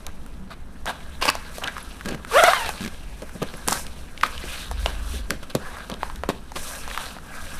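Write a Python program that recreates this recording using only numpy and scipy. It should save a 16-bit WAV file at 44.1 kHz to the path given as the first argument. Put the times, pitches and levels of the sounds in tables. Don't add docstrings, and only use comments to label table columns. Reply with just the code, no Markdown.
import sys
import numpy as np
from scipy import signal
from scipy.fft import rfft, irfft
from scipy.io import wavfile

SR = 44100
rng = np.random.default_rng(int(sys.argv[2]) if len(sys.argv) > 2 else 0)


def store_wav(level_fs):
    pcm = np.round(np.clip(np.atleast_2d(level_fs), -1, 1) * 32767)
    wavfile.write(sys.argv[1], SR, pcm.T.astype(np.int16))


N = 334851

# t/s, rib rate/Hz, level/dB
BELT_RUN = [(2.32, 430, -42), (2.345, 470, -24), (2.37, 590, -16.5), (2.388, 700, -16), (2.41, 590, -19),
            (2.42, 750, -22), (2.436, 650, -20), (2.452, 705, -19), (2.475, 712, -19), (2.488, 630, -15),
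            (2.507, 770, -28), (2.54, 775, -36)]
# t/s, rib rate/Hz, level/dB
LOOSE_END = [(2.54, 1070, -29), (2.58, 1040, -31), (2.62, 910, -32), (2.71, 860, -39)]
# t/s, rib rate/Hz, level/dB
HIP_WHINE = [(2.31, 1000, -34), (2.345, 1500, -30), (2.4, 2200, -35)]
# multiple, relative level/dB
RIB_HARMONICS = [(1, 2), (2, -2), (3, -10.5), (4, -17), (5, -11)]
# multiple, relative level/dB
LOOSE_END_HARMONICS = [(1, -3), (2, -5.5), (3, -3), (4, -18.5)]

# t/s, peak level/dB, body f/Hz, relative snap level/dB
TICKS = [(0.066, -17, 2400, 11), (0.263, -29.5, 1400, 3), (0.8572, -16, 705, 7), (0.8655, -15.5, 1400, -12),
         (0.8766, -27, 1570, -24), (1.2544, -5, 760, -1), (1.3003, -3.5, 1700, 9), (1.353, -13, 770, 3.5),
         (1.583, -18, 527, 2.5), (1.6248, -22.5, 583, -18), (1.638, -14.5, 2830, -5),
         (1.6422, -13.5, 2770, -19), (1.675, -13, 3360, -8), (1.6817, -14, 1630, -28),
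         (1.7667, -19.5, 1180, -36), (1.781, -19, 1220, -2), (2.01, -21.5, 1590, -8),
         (2.2487, -19.5, 1320, -5), (2.4375, 3, 635, 1.5), (2.534, -5, 1110, -24), (2.6915, -10, 714, 0),
         (3.221, -22.5, 556, 0), (3.294, -27, 1320, -6), (3.4178, -15.5, 236, -16), (3.4287, -14.5, 453, 1),
         (3.539, -24, 2170, -20), (3.6766, -5, 9600, -17), (3.6793, -16, 222, -30),
         (3.6843, -1.5, 940, 8.5), (3.7098, -10, 8000, -10), (3.7229, -8.5, 865, -7),
         (3.7275, -5.5, 5300, 15), (3.867, -20, 3000, 9), (4.1767, -21, 2500, -13),
         (4.2118, -17.5, 2150, -3), (4.233, -7, 1550, -22), (4.235, 0, 1300, -14), (4.379, -18, 3000, -25),
         (4.7135, -13.5, 730, -1), (4.86, -8, 2860, -30), (4.8602, -9.5, 680, -26), (5.3058, -4.5, 1630, 1),
         (5.3076, -18, 1600, -4), (5.5513, -5.5, 434, 0.5), (5.8987, -15.5, 480, -1),
         (5.9165, -22, 3180, -19), (5.9402, -22, 3400, -15), (6.0313, -8.5, 940, -21),
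         (6.0994, -21.5, 1050, -15), (6.1587, -26.5, 3560, 1), (6.2359, -11, 730, -16),
         (6.2898, -4.5, 373, -7), (6.301, -12, 685, -24), (6.519, -22.5, 920, -2),
         (6.878, -18.5, 890, -3.5), (6.901, -23, 3000, -6), (6.947, -19, 1990, -21),
         (6.913, -19, 1800, -15), (6.976, -9, 1230, -5), (7.166, -25.5, 696, -17), (7.186, -27, 1390, -7)]
BODY_WIDTH_HZ, BODY_WIDTH_SHARE = 190, .16
# t/s, relative level/dB
TIP_SLIPS = [(2.051, -6), (2.0578, 3.5), (2.077, -6), (2.0849, 0), (2.088, 4), (2.098, -14), (2.109, -2),
             (2.128, -7), (2.146, -0.5), (2.8072, 0), (2.8176, -2), (2.8285, 0), (2.8386, 1), (2.848, 2),
             (2.8608, 1.5), (2.8772, 1)]
# f/Hz, level/dB, T60/s
TIP_MODES = [(217, -28.5, 0.087), (322, -29, 0.019), (1610, -35.5, 0.05)]
SCRATCH_DB, SCRATCH_DECAY_S, SCRATCH_BAND_HZ = -30, 0.0037, (700, 3000)
# t/s, relative level/dB
LATCH_HITS = [(1.2243, -4), (1.2272, -3), (1.2803, -3), (1.2838, -2), (1.2872, 1), (1.2907, 4)]
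# f/Hz, level/dB, T60/s
LATCH_MODES = [(1100, -11, .016), (2700, -9, .007), (4600, -10, .005)]
# t/s, relative level/dB
BUCKLE_PINGS = [(1.803, 2), (1.827, 4), (1.891, -1), (3.57, 3)]
# f/Hz, level/dB, T60/s
BUCKLE_MODES = [(10300, -44, .03), (11050, -43, .035), (14900, -46, .04)]

# f/Hz, relative level/dB
RASP_SPECTRUM = [(480, -1), (900, -1), (1200, 1.5), (1480, 0), (1640, 4.5), (1800, -8)]
# f/Hz, relative level/dB
SWISH_SPECTRUM = [(1900, -10), (2500, -4.5), (3200, -6.5), (3900, -4.5), (4900, -12)]
# f/Hz, relative level/dB
HISS_SPECTRUM = [(5300, -5.5), (5800, -2.5), (7000, -7), (8000, -4), (9900, -4), (13000, -11),
                 (15300, -11.5)]
# f/Hz, relative level/dB
FOLD_SPECTRUM = [(110, -9.5), (200, -7), (340, -11.5), (600, -12.5)]
# t/s, rasp level/dB
FIDGET = [(0, -56.5), (.65, -63), (1.0, -54.5), (1.9, -49.5), (2.22, -56.5), (2.75, -43), (3.1, -54),
          (3.6, -47.5), (4.15, -54), (4.3, -46.5), (5.0, -48.5), (5.25, -54), (5.9, -55), (6.48, -57),
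          (6.8, -44), (7.2, -56), (7.59, -42)]
# t/s, rasp level/dB
DRAG = [(2.27, -49), (2.345, -25.5), (2.5, -25), (2.56, -29.5), (2.64, -35), (2.7, -38), (2.85, -78)]
FIDGET_SWISH_DB, FIDGET_HISS_DB, DRAG_SWISH_DB, DRAG_HISS_DB = -1.5, -2.5, -3, -6.5
# loudest t/s, rise/s, fade/s, rasp/dB, swish/dB, hiss/dB
STROKES = [(1.562, 0.041, 0.078, -49, -43, -43.5), (1.808, 0.14, 0.02, -42, -43.5, -54),
           (3.691, 0.0067, 0.21, -37.5, -40, -31.5), (4.33, 0.078, 0.14, -56, -49, -57),
           (4.54, 0.19, 0.19, -47, -37, -43), (4.802, 0.015, 0.2, -68, -47, -46),
           (4.9, .04, 0.21, -46.5, -50, -64), (5.15, 0.17, 0.1, -47, -44, -42.5),
           (5.738, 0.26, 0.2, -39.5, -48, -50.5), (6.022, 0.048, 0.26, -46, -50.5, -51.5),
           (6.682, 0.18, 0.19, -39.5, -42, -37), (6.99, 0.17, 0.27, -39, -40.5, -43.5),
           (7.38, 0.22, 0.22, -43, -49.5, -50.5)]
# t/s, length/s, rasp/dB, swish/dB, folds/dB
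SCUFFS = [(0.059, 0.029, -43, -58, -72), (0.501, 0.031, -43, -48.5, -65), (0.867, 0.04, -28, -36, -44),
          (1.21, 0.088, -28, -30.5, -44), (1.616, 0.079, -35.5, -47.5, -46.5),
          (2.058, 0.093, -40.5, -48.5, -33), (2.655, 0.0069, -25, -33.5, -32.5),
          (3.216, 0.014, -42, -49, -33), (3.349, 0.011, -46, -54, -34.5),
          (3.416, 0.0088, -29, -37.5, -21.5), (3.532, 0.0072, -41, -46, -30),
          (3.668, 0.086, -35, -40, -35.5), (4.228, 0.038, -38, -35.5, -38), (4.434, 0.0073, -54, -60, -32),
          (4.855, 0.048, -38, -42, -36), (5.135, 0.032, -57, -50, -35.5), (5.19, 0.0091, -67, -52, -36.5),
          (5.296, 0.028, -60, -44, -28.5), (5.426, 0.004, -37, -39.5, -42),
          (5.495, 0.0068, -42, -39.5, -60), (5.546, 0.014, -42, -40, -22.5),
          (5.894, 0.043, -40.5, -50, -34.5), (6.286, 0.013, -35, -31, -30.5),
          (6.554, 0.018, -33.5, -34, -33.5)]
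SCUFF_RISE_S, SCUFF_FALL_S, SCUFF_HISS_DB = 0.0057, 0.011, -5.5
SETTLE_DB, SETTLE_LENGTHS = -15, 3.3

# f/Hz, relative level/dB
HUSH_SPECTRUM = [(105, -12), (130, 5.5), (185, 4.5), (260, 3), (292, -3), (1600, -16.5), (10000, -49),
                 (13800, -46)]
# f/Hz, relative level/dB
RUMBLE_SPECTRUM = [(6, 9), (18, 6), (30, -8), (46, 0), (57, -5), (70, 0), (80, -10), (98, -20)]
# f/Hz, relative level/dB
THRUM_SPECTRUM = [(40, -16), (47, 0), (57, -14), (69, -1), (80, -20)]
# loudest t/s, rise/s, fade/s, level/dB
THRUM_SWELLS = [(4.44, 0.058, 0.17, -41), (4.76, 0.11, 0.75, -27), (5.22, 0.061, 0.1, -31),
                (6.18, 0.063, 0.2, -32.5)]
# loudest t/s, rise/s, fade/s, f/Hz, level/dB
HUM = (0.4, 0, 0.2, 189, -38.5)
HUSH_DB, RUMBLE_DB, RUMBLE_WANDER_DB = -46.5, -36, 2
HALL_T60_S, HALL_DB, WALL_CUT_HZ = .3, -19, 6000
CUTOFF_HZ = 15750


def belt_pull():
    run = rib_buzz(BELT_RUN, RIB_HARMONICS)
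    loose_end = rib_buzz(LOOSE_END, LOOSE_END_HARMONICS)
    return run + loose_end + rib_buzz(HIP_WHINE, RIB_HARMONICS[:1])


def rib_buzz(run, harmonics):
    t, buzz = np.arange(N) / SR, np.zeros(N)
    rate_hz, level_db = in_time(run)
    phase = 2 * np.pi * np.cumsum(rate_hz * (1 + .022 * drift(60))) / SR
    for k, db in harmonics:
        grip_db = (2 + .6 * k) * drift(40)
        buzz += amp(db + grip_db) * np.sin(k * phase + .2 * k * drift(150))
    moving = np.clip(np.minimum(t - run[0][0], run[-1][0] - t) / 0.0057, 0, 1)
    return np.sqrt(2) * amp(level_db) * moving * buzz


def ticks():
    out, t = np.zeros(N + SR), np.arange(SR // 20) / SR
    bright = signal.butter(1, [2400, 9000], "band", fs=SR, output="sos")
    for s, peak_db, hz, snap_db in TICKS:
        noise = rng.standard_normal(len(t))
        touch = 2.2 * np.sqrt(SR / hz) * (np.arange(len(t)) == 8)
        chatter = noise * t / (t + 0.00014) * np.exp(-t / (0.0014 + 2.9 / hz))
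        width_hz = BODY_WIDTH_HZ + BODY_WIDTH_SHARE * hz
        body = signal.lfilter(*signal.iirpeak(hz, hz / width_hz, fs=SR), touch + chatter)
        soft = signal.butter(2, min(hz * 4.1, SR / 2.2), fs=SR, output="sos")
        body = signal.sosfilt(soft, body)
        snap = signal.sosfilt(bright, noise * np.exp(-t / 0.0014))
        tick = body / np.abs(body).max() + amp(snap_db - 3.0) * snap / np.abs(snap).max()
        at = round(s * SR)
        out[at:at + len(t)] += amp(peak_db) * tick / np.abs(signal.hilbert(tick)).max()
    return out[:N]


def buckle():
    rattle = struck(LATCH_HITS, LATCH_MODES, scatter_db=1)
    return rattle + struck(BUCKLE_PINGS, BUCKLE_MODES, scatter_db=3)


def tip_stutter():
    s, db = np.transpose(TIP_SLIPS)
    slips = np.zeros(N)
    slips[np.round(s * SR).astype(int)] = amp(db + SCRATCH_DB)
    envelope = signal.lfilter([1], [1, -np.exp(-1 / (SCRATCH_DECAY_S * SR))], slips + 1e-18)
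    band = signal.butter(1, SCRATCH_BAND_HZ, "band", fs=SR, output="sos")
    grit = rms_one(signal.sosfilt(band, rng.standard_normal(N)))
    return envelope * grit + struck(TIP_SLIPS, TIP_MODES, scatter_db=2)


def struck(hits, modes, scatter_db):
    out, t = np.zeros(N + SR), np.arange(SR // 10) / SR
    for s, hit_db in hits:
        at = round(s * SR)
        for hz, mode_db, t60 in modes:
            start_db = hit_db + mode_db + scatter_db * rng.standard_normal()
            out[at:at + len(t)] += amp(start_db - 60 * t / t60) * np.sin(2 * np.pi * hz * t)
    return out[:N]


def cloth():
    weave = wandering_contact(friction(900, spread_db=4.0, smooth=1.4, clump_db=1.0), depth_db=3.0)
    fibres = friction(3100, spread_db=0.5, smooth=0.93, clump_db=1.5)
    folds = friction(150, spread_db=3.0, smooth=1.2, clump_db=1.5)
    layers = [colour(weave, RASP_SPECTRUM), colour(weave, SWISH_SPECTRUM),
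              colour(fibres, HISS_SPECTRUM), colour(folds, FOLD_SPECTRUM)]
    sustained = np.vstack([stroking(), np.zeros(N)])
    return np.sum(np.hypot(sustained, scuffing()) * layers, axis=0)


def friction(catches_per_s, spread_db, smooth, clump_db):
    sizes = amp(spread_db * np.minimum(rng.exponential(1, N), 5)) * rng.choice([-1, 1], N)
    caught = rng.random(N) < catches_per_s / SR
    crackle = rms_one(sizes * caught) + smooth * rng.standard_normal(N)
    return crackle * amp(clump_db * drift(30.0))


def wandering_contact(x, depth_db):
    edges_hz, out = 400 * 2 ** (np.arange(13) / 3), np.zeros(N)
    for k in range(12):
        band = signal.butter(2, edges_hz[k:k + 2], "band", fs=SR, output="sos")
        out += signal.sosfilt(band, x) * amp(depth_db * drift(13.5)) * (-1) ** k
    return out


def stroking():
    t = np.arange(N) / SR
    fidget = amp(in_time(FIDGET)[0] + np.c_[[0, FIDGET_SWISH_DB, FIDGET_HISS_DB]])
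    drawing = (t > DRAG[0][0]) * (t < DRAG[-1][0])
    drag = amp(in_time(DRAG)[0] + np.c_[[0, DRAG_SWISH_DB, DRAG_HISS_DB]]) * drawing
    stroke_power = sum((amp(np.c_[db]) * swell(s, rise, fade)) ** 2 for s, rise, fade, *db in STROKES)
    return np.sqrt(fidget ** 2 + drag ** 2 + stroke_power)


def scuffing():
    t, gains = np.arange(N) / SR, np.zeros((4, N))
    for s, length, rasp_db, swish_db, fold_db in SCUFFS:
        rise = np.clip((t - s) / SCUFF_RISE_S, 0, 1)
        after = np.clip(t - s - length, 0, None)
        settle = amp(SETTLE_DB) * np.exp(-after / (SETTLE_LENGTHS * length))
        fall = np.maximum(np.exp(-after / SCUFF_FALL_S), settle)
        levels = amp(np.c_[[rasp_db, swish_db, swish_db + SCUFF_HISS_DB, fold_db]])
        gains = np.maximum(gains, levels * rise * fall)
    return gains


def hall_echo(x):
    t = np.arange(SR) / SR
    tail = rng.standard_normal(SR) * amp(-60 * t / HALL_T60_S) * (t > .012)
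    walls = signal.butter(1, [250, WALL_CUT_HZ], "band", fs=SR, output="sos")
    tail = signal.sosfilt(walls, tail)
    return signal.fftconvolve(x, tail / np.linalg.norm(tail))[:N]


def ventilation():
    hush = amp(HUSH_DB) * colour(rng.standard_normal(N), HUSH_SPECTRUM)
    wander_db = RUMBLE_WANDER_DB * drift(8.0)
    rumble = amp(RUMBLE_DB + wander_db) * colour(rng.standard_normal(N), RUMBLE_SPECTRUM)
    s, rise, fade, hz, db = HUM
    hum = amp(db) * swell(s, rise, fade) * np.sin(2 * np.pi * hz * np.arange(N) / SR + drift(4.0))
    thrum_power = sum((amp(db) * swell(s, rise, fade)) ** 2 for s, rise, fade, db in THRUM_SWELLS)
    thrum = np.sqrt(thrum_power) * colour(rng.standard_normal(N), THRUM_SPECTRUM)
    return hush + rumble + thrum + hum


def colour(x, spectrum):
    hz, db = np.transpose(spectrum)
    log_hz = np.log(np.arange(1, N // 2 + 2) * SR / N)
    outside = np.maximum(np.log(hz[0]) - log_hz, 0) + np.maximum(log_hz - np.log(hz[-1]), 0)
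    gain = amp(np.interp(log_hz, np.log(hz), db) - 45 * outside)
    return rms_one(irfft(rfft(x) * gain, N))


def swell(s, rise, fade):
    t = np.arange(N) / SR - s
    return np.cos(np.pi / 2 * np.clip(np.where(t < 0, t / rise, t / fade), -1, 1)) ** 2


def drift(rate_hz):
    pole = np.exp(-2 * np.pi * rate_hz / SR)
    return rms_one(signal.lfilter([1], [1, -2 * pole, pole * pole], rng.standard_normal(N + SR))[SR:])


def in_time(rows):
    s, *columns = np.transpose(rows)
    return [np.interp(np.arange(N) / SR, s, column) for column in columns]


def amp(db):
    return 10 ** (np.asarray(db) / 20)


def rms_one(x):
    return x / np.sqrt(np.mean(x ** 2) + 1e-20)


def scene():
    close = cloth() + belt_pull() + ticks() + tip_stutter() + buckle()
    return (close + amp(HALL_DB) * hall_echo(close) + ventilation())[None]


def record(dry):
    top_cut = signal.cheby2(12, 70, CUTOFF_HZ, fs=SR, output="sos")
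    return signal.sosfilt(top_cut, np.clip(dry, -1, 1))


dry = scene()
out = record(dry)
store_wav(out)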